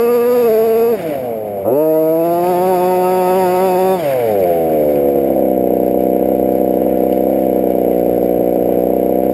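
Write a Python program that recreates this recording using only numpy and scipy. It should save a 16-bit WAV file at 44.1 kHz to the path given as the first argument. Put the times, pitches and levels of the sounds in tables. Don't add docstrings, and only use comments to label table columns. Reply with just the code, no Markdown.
import sys
import numpy as np
from scipy import signal
from scipy.fft import rfft, irfft, next_fast_len
from scipy.io import wavfile
from scipy.ndimage import uniform_filter1d, minimum_filter1d, map_coordinates

SR = 44100
rng = np.random.default_rng(int(sys.argv[2]) if len(sys.argv) > 2 else 0)


def master(y):
    cut = np.clip(np.atleast_2d(y).T, -1, 1)
    pcm = np.round(cut * 32767)
    wavfile.write(sys.argv[1], SR, pcm.astype(np.int16))


def ratio(d):
    e = np.asarray(d, float) / 20
    return 10 ** e


N = 411453
TIME = np.arange(N) / SR


def unit(x):
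    return x / np.sqrt(np.mean(x ** 2) + 1e-20)


def steady(x):
    return x / np.sqrt(np.abs(uniform_filter1d(x ** 2, size=5000)) + 1e-12)


def along(points, hz):
    f, v = np.transpose(points)
    return np.interp(np.log(hz + 1), np.log(f + 1), v)


def curves(rows):
    s, *cols = np.transpose(rows)
    return [np.interp(TIME, s, c) for c in cols]


def during(rows, fade):
    inside = np.minimum(TIME - rows[0][0], rows[-1][0] - TIME)
    return np.clip(inside / fade + 1, 0, 1)


def phase(start, end, first_db, last_db):
    return [(start, first_db), (end, last_db)]


def wobble(rate, span=slice(None)):
    knots = rng.standard_normal(int(N * rate / SR) + 4)
    return map_coordinates(knots, [TIME[span] * rate])


def filtered(x, response):
    m = next_fast_len(N + 8192)
    return irfft(rfft(x, m) * response(np.fft.rfftfreq(m, 1 / SR)), m)[:N]


def coloured(spectrum):
    return unit(filtered(rng.standard_normal(N), lambda f: ratio(along(spectrum, f))))


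# time_s, shaft_hz
DRIVING_SPEED = [(0, 234), (.35, 246.2), (.45, 236.6), (.5, 218.3), (.92, 234.1), (1.0, 177.2),
                 (1.15, 136.9), (1.35, 110.9), (1.64, 95.77), (1.76, 142.9), (1.82, 156.8), (2.07, 158.4),
                 (2.5, 179.1), (3.955, 187.8), (4.06, 142.8), (4.27, 111.6), (4.46, 87.82), (4.78, 75.86)]
# time_s, shaft_hz
IDLE_SPEED = [(5.0, 71.35), (5.68, 62.38), (6.21, 64.24), (7.13, 64.08), (7.32, 65.93), (7.6, 63.38),
              (7.99, 60.46), (8.63, 60.42), (9.33, 64.87)]
# time_s, shaft_change_hz
WHEEL_SLIPS = [(.14, 4), (.21, -6.5), (.34, 2), (.6, -2), (.65, 4), (.74, -4), (.915, 4), (2.27, 2),
               (2.5, 4), (2.55, -4), (2.65, 5), (2.703, 8), (2.78, -3), (2.9, 3), (3.12, 2), (3.19, 2),
               (3.25, -3), (3.38, 6.5), (3.485, -6.5), (3.56, -4), (3.65, 5.5), (3.7, -3), (3.76, -6),
               (3.9, 2)]
HARD_BURNS = [5.061, 5.157, 5.303, 5.422, 5.705, 5.802, 5.945, 6.227, 6.289, 6.429, 6.554, 6.771, 6.818,
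              6.866, 7.037, 7.27, 7.331, 7.562, 7.673, 7.753, 7.882, 8.065, 8.181, 8.23, 8.411, 8.562,
              8.692, 8.905, 9.095, 9.297]
SLIP_S = 0.0303
KICK_HZ, KICK_S = 1.6, .07
FIRST_STRONG_S = 5.0272


def shaft():
    t = TIME[::64]
    slip = sum(change * np.exp(-((t - s) / SLIP_S) ** 2) for s, change in WHEEL_SLIPS)
    kick = sum(KICK_HZ * (t > s) * np.exp(-np.abs(t - s) / KICK_S) for s in HARD_BURNS)
    kick -= uniform_filter1d(kick, size=250)
    speed = curves(DRIVING_SPEED + IDLE_SPEED)[0] + np.interp(TIME, t, slip + kick)
    turns = np.cumsum(speed) / SR
    return turns - turns[round(FIRST_STRONG_S * SR)]


# shaft_hz, decay_turns
FOULING_MEMORY = [(60.8, 2.2), (62.5, 9)]


def burns(turns):
    at = np.flatnonzero(np.diff(np.floor(turns))) + 1
    chance = rng.standard_normal((len(at), 2))
    speed = np.gradient(turns)[at] * SR
    slow = np.clip((80 - speed) / 14, 0, 1)
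    nearest = np.argmin(np.abs(TIME[at, None] + .003 - HARD_BURNS), axis=0)
    gaps = np.arange(len(at))[:, None] - nearest
    apart = np.min(np.abs(gaps), axis=1)
    swing = np.cos(np.pi * apart)
    settled = np.exp(-apart / along(FOULING_MEMORY, speed))
    quality = np.clip(.6 + .5 * slow * swing * settled + .1 * chance[:, 0], 0, 1)
    late = np.round(SR * 4e-5 * chance[:, 1]).astype(int)
    return np.clip(at + late, 0, N - 1), quality, apart == 0


# start_s, end_s, start_level_db, end_level_db
PULLS = [
    (0, 0.94, -0.5, -0.5),
    (1.7, 3.946, -0.5, -0.5),
]
# start_s, end_s, start_level_db, end_level_db
COASTS = [
    (0.989, 1.63, -1.5, -3.5),
    (3.99, 4.501, 4.5, 4.5),
    (4.526, 5.343, 3.5, -3),
]
# order_hz, level_db
FROM_BEHIND = [(220, -26.5), (250, -22.5), (440, -11.5), (490, -11), (660, -17.5), (735, -34.5),
               (880, -40.5), (980, -32)]
# order_hz, level_db
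FROM_SIDE = [(150, -34.5), (190, -23), (315, -20), (380, -14.5), (470, -15.5), (525, -21), (600, -12.5),
             (760, -20)]
# order_hz, level_db
SINGING = [(380, -26), (480, -20.5), (560, -24), (620, -23.5), (700, -27.5), (780, -39), (900, -54),
           (1300, -52)]
# order_hz, level_db
SINGING_NEAR = [(340, -28), (420, -22), (500, -20), (570, -24.5), (640, -26), (720, -27.5), (800, -40),
                (1300, -53)]
# time_s, level_db
RATTLE = [(0, -37), (.41, -31), (1.1, -37), (1.38, -48.5), (1.58, -48.5), (2.15, -39.5), (2.49, -33),
          (3.2, -34), (3.6, -30.5), (4.05, -33.5), (4.44, -39), (4.62, -40.5), (5.6, -46), (7.4, -44),
          (9.33, -45.5)]
HOPS_RAD, HOP_HZ, HOP_FAST_S = (.17, .06), 16.2, .53


def pipe_orders(turns):
    rolling = np.clip((curves(RATTLE)[0] + 46) / 8, 0, 1)
    rolling *= sum(hop * during(phase(*row), .03) for hop, row in zip(HOPS_RAD, PULLS))
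    hopping = np.sin(2 * np.pi * HOP_HZ * (TIME - HOP_FAST_S)) + .5 * wobble(40)
    angle = 2 * np.pi * turns + rolling * hopping
    flutter = .04 * wobble(50)
    speed = np.gradient(turns) * SR
    out = np.zeros(N)
    views = (FROM_BEHIND, FROM_SIDE, SINGING, SINGING_NEAR, SINGING_NEAR)
    for row, heard, lowest in zip(PULLS + COASTS, views, (1, 1, 4, 4, 5)):
        level_db = curves(phase(*row))[0]
        gain = during(phase(*row), .03) * np.sqrt(2) * ratio(level_db)
        on = gain > 0
        count = 4 if lowest == 1 else 5
        for k in range(lowest, lowest + count):
            db = along(heard, k * speed[on]) + 0.67 * wobble(45, on)
            out[on] += gain[on] * ratio(db) * np.cos(k * (angle + flutter)[on] + 0.626 * k * k)
    return out, angle, speed


# time_s, level_db, treble_db
RASP = [
    [(0, -28.5, -6), (.47, -33.5, -4), (.5, -39, 0), (.96, -35, -3.5)],
    [(1.66, -29, -21.5), (1.76, -28, -17), (2.1, -33, -17), (2.5, -25.5, -13.5), (3.41, -22, -11.5),
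     (3.97, -26.5, -9.5)],
]
# frequency_hz, level_db
RASP_COLOUR = [(700, -2), (920, 5.5), (1080, -9), (1220, -5.5), (1420, -13), (1680, -15.5), (2000, -17),
               (2250, -24), (2560, -12.5), (3100, -28), (4100, -52), (4600, -19.5), (5150, -26),
               (5700, -45.5)]
ODD_DB = 4


def pipe_rasp(angle, speed):
    used = slice(0, 4 * SR + 2000)
    shake = (.012 * wobble(60) + .07 * wobble(22))[used]
    behind = TIME[used] < PULLS[0][1] + .2
    rasp = np.zeros((2, N))
    for k in range(5, 34):
        hz = k * speed[used]
        db = along(RASP_COLOUR, hz) + 3.1 * wobble(21.94, used) + ODD_DB * (k % 2) * behind
        order = ratio(db) * np.cos(k * (angle[used] + shake) + .6 * k * k)
        treble = np.clip((hz - 1400) / 200, 0, 1)
        rasp[:, used] += order * [1 - treble, treble]
    low, high = steady(rasp[0]), steady(rasp[1])
    out = np.zeros(N)
    for rows in RASP:
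        level_db, treble_db = curves(rows)
        out += during(rows, 0.023) * ratio(level_db) * (low + ratio(treble_db - 1.0) * high)
    return out


def open_throttle(turns):
    orders, angle, speed = pipe_orders(turns)
    return orders + pipe_rasp(angle, speed)


# frequency_hz, density_db_per_hz
CLATTER_COLOUR = [(650, -28), (1100, -10), (1150, -19), (1210, -17.5), (1400, -7), (1890, -9.5),
                  (2250, -3.5), (2630, -12.5), (2900, -10.5), (3400, -20.5), (4420, -35), (7480, -120)]
# frequency_hz, density_db_per_hz
SIZZLE_COLOUR = [(1880, -38.5), (3200, -27), (3560, 0), (4140, -11), (4440, -4), (4710, -3), (5300, -4.5),
                 (5900, -20), (7670, -54.5), (13000, -120)]
SIZZLE_DB, SIZZLE_GROWS = -58, 1.19


def clatter_and_sizzle(at, quality):
    kicks = np.zeros(N)
    kicks[at] = (0.56 + quality) * ratio(rng.normal(0, 1.4, len(at)))
    decay = ratio(-60 * TIME[:SR // 10] / 0.062)
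    puff = signal.fftconvolve(kicks, decay)[:N]
    puff /= np.abs(uniform_filter1d(puff, size=6000)) + 1e-6
    rattle_db, = curves(RATTLE)
    loaded = 8 * sum(during(rows, .03) for rows in RASP)
    clatter_db = rattle_db - loaded
    sizzle_db = SIZZLE_DB + SIZZLE_GROWS * (rattle_db + 45) - 0.13 * loaded
    clatter = unit((3.3 + puff) * ratio(0.99 * wobble(30)) * coloured(CLATTER_COLOUR))
    sizzle = unit((2.1 + puff) * ratio(1.6 * wobble(40)) * coloured(SIZZLE_COLOUR))
    return ratio(clatter_db) * clatter + ratio(sizzle_db - 0.5) * sizzle


# time_s, level_db
GRAVEL = [(0, -31.5), (1.1, -27), (1.6, -30.5), (1.8, -42.5), (2.4, -27.5), (5.0, -26.5), (5.6, -37),
          (9.33, -32.5)]
# frequency_hz, density_db_per_hz
ROAR_COLOUR = [(20, -45.5), (60, -19.5), (150, -7), (350, -6), (700, -2.5), (950, -20.5), (1300, -27.5),
               (2200, -120)]


def tyre_roar():
    roar = unit(ratio(1.0 * wobble(20)) * coloured(ROAR_COLOUR))
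    return ratio(curves(GRAVEL)[0]) * roar


def pipe(waves):
    def response(f):
        total = 0
        for delay_ms, centre, width, db, polarity in waves:
            band = 1j * f * width / (centre ** 2 - f * f + 1j * f * width)
            delay = np.exp(-2j * np.pi * f * delay_ms / 1000)
            total = total + polarity * ratio(db) * band ** 3 * delay
        return total
    return response


# time_s, pop_level_db, bass_db
SHUT = [
    [(.96, -25.5, -9), (1.1, -11.5, -9.5), (1.2, -31, -7), (1.64, -22.5, -25), (1.68, -12, -5.5),
     (1.73, -16.5, -1)],
    [(3.97, -25.5, 2), (4.06, -13.5, -10.5), (4.16, -21, -31), (4.28, -22.5, -4.5), (4.46, -11, -18),
     (4.72, -14.5, -5.5), (5.3, -8, -11.5), (5.42, -15.5, -2.5), (9.32, -16, -2.5)],
]
# delay_ms, centre_hz, width_hz, level_db, polarity
FULL_BURN = [(1.274, 459, 352, 3, -0.98), (4.25, 365, 478, -1, -0.69), (3.758, 600, 96.4, 2, -1.23),
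             (11.8, 564, 212, -1.5, 1), (1.56, 207, 72, -5.5, 0.64)]
# delay_ms, centre_hz, width_hz, level_db, polarity
WEAK_BURN = [(1.27, 313.3, 282, 3, 0.93), (3.483, 441, 374, -1.5, 0.83), (7.763, 510, 360, -5.5, 0.91),
             (11.98, 480, 235, -2.5, 0.98), (0.46, 200.4, 75, -8.5, 0.59)]
# delay_ms, centre_hz, width_hz, level_db, polarity
RING = [(4.055, 484, 65, -3, 0.96)]
# delay_ms, centre_hz, width_hz, level_db, polarity
CRACK = [(1.2, 920, 240, -28, -1)]
HARD_DB = 2


def shut_throttle(at, quality, hard):
    full, weak = np.zeros(N), np.zeros(N)
    size = ratio(rng.normal(0, .8, len(at)) + HARD_DB * hard)
    full[at] = size * quality
    weak[at] = size * (1 - quality)
    pops = filtered(full, pipe(FULL_BURN)) + filtered(weak, pipe(WEAK_BURN))
    pops += filtered(full + weak, pipe(RING))
    pops = filtered(pops, lambda f: 1 / np.sqrt(1 + (f / 800) ** 14))
    pops += filtered(full ** 4, pipe(CRACK))
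    bass = filtered(pops, lambda f: 1 / (1 + (f / 400) ** 8))
    upper, lower = steady(pops - bass), steady(bass)
    unburnt = ratio(-8 * sum(during(phase(*row), 0.024) for row in COASTS))
    out = np.zeros(N)
    for rows in SHUT:
        level_db, bass_db = curves(rows)
        out += during(rows, 0.015) * ratio(level_db) * (unburnt * upper + ratio(bass_db) * lower)
    return out


# order, level_db
PUMPING = [(1, -37), (2, -32.5)]
# start_s, end_s, start_level_db, end_level_db
CLUTCH_GRABS = [
    (1.66, 1.76, -33, -40),
    (4.03, 4.42, -30, -41),
]


def crankcase(turns):
    pump = sum(ratio(db + 1.6 * wobble(25)) * np.cos(2 * np.pi * k * turns) for k, db in PUMPING)
    pumping = sum(during(rows, 0.051) for rows in SHUT)
    grab = sum(during(phase(*row), 0.033) * ratio(curves(phase(*row))[0]) for row in CLUTCH_GRABS)
    return pumping * pump + grab * np.cos(2 * np.pi * turns)


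# start_s, peak_db, pitch_hz
STONES = [(0.992, -25.5, 1710), (1.1014, -27, 2510), (1.4086, -40, 1620), (1.573, -44, 1670),
          (2.44, -26, 1610), (2.4697, -24.5, 2560), (4.0454, -23, 2050), (4.1143, -23, 2000),
          (4.134, -20, 1701), (4.4273, -29.5, 2260), (4.4398, -22, 2260), (4.697, -31, 1560),
          (4.734, -29.5, 2190), (4.89, -34, 2070), (4.9576, -27, 2360), (5.1587, -36.5, 1524),
          (7.1258, -25.5, 2920), (7.3916, -41, 2030)]


def stones():
    out, t = np.zeros(N + 800), TIME[:800]
    for s, db, hz in STONES:
        tick = np.sin(2 * np.pi * hz * t) + 0.32 * np.sin(2 * np.pi * 4700 * t)
        onset = 1 - np.exp(-t / 0.00067)
        out[round(s * SR):][:800] += ratio(db + 6.5 - 60 * t / 0.009) * onset * tick
    return out[:N]


# time_s, pitch_hz, level_db
GEARS = [(1.8, 1546, -46.5), (2.0, 2082, -50), (2.6, 3450, -49), (3.7, 3496, -47.5), (3.96, 3580, -40.5),
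         (4.05, 2840, -38), (4.15, 2190, -52), (4.3, 1980, -40)]


def gears():
    hz, db = curves(GEARS)
    rough = np.where(TIME < PULLS[1][1], .4, 1.5)
    jitter = rough * (.035 * wobble(150) + .012 * wobble(20))
    angle = 2 * np.pi * np.cumsum(hz * (1 + jitter)) / SR
    return during(GEARS, .05) * ratio(db + 3 * wobble(40)) * np.sin(angle)


def scene():
    turns = shaft()
    at, quality, hard = burns(turns)
    engine = open_throttle(turns) + shut_throttle(at, quality, hard) + crankcase(turns)
    body = clatter_and_sizzle(at, quality) + tyre_roar() + stones() + gears()
    return (engine + body)[None]


def low_pass(x):
    return signal.sosfilt(signal.butter(12, 15700, fs=SR, output="sos"), x)


HOLD_HZ = 12000


def record(dry):
    needed = np.minimum(1, .93 / (np.abs(dry[0]) + 1e-9))
    limited = dry[0] * uniform_filter1d(minimum_filter1d(needed, size=500), size=500)
    base = filtered(limited, lambda f: f < HOLD_HZ / 2)
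    mirrored = base * (1 + 2 * np.cos(2 * np.pi * HOLD_HZ * TIME))
    held = filtered(mirrored, lambda f: np.sinc(f / HOLD_HZ) * (f < 15800))
    steps = filtered(base, lambda f: f / (3 * HOLD_HZ) * (f < 1500))
    folded = ratio(-10.5) * steps * 2 * np.sin(2 * np.pi * (SR - 3 * HOLD_HZ) * TIME)
    return low_pass((held + folded)[None])


dry = scene()
out = record(dry)
master(out)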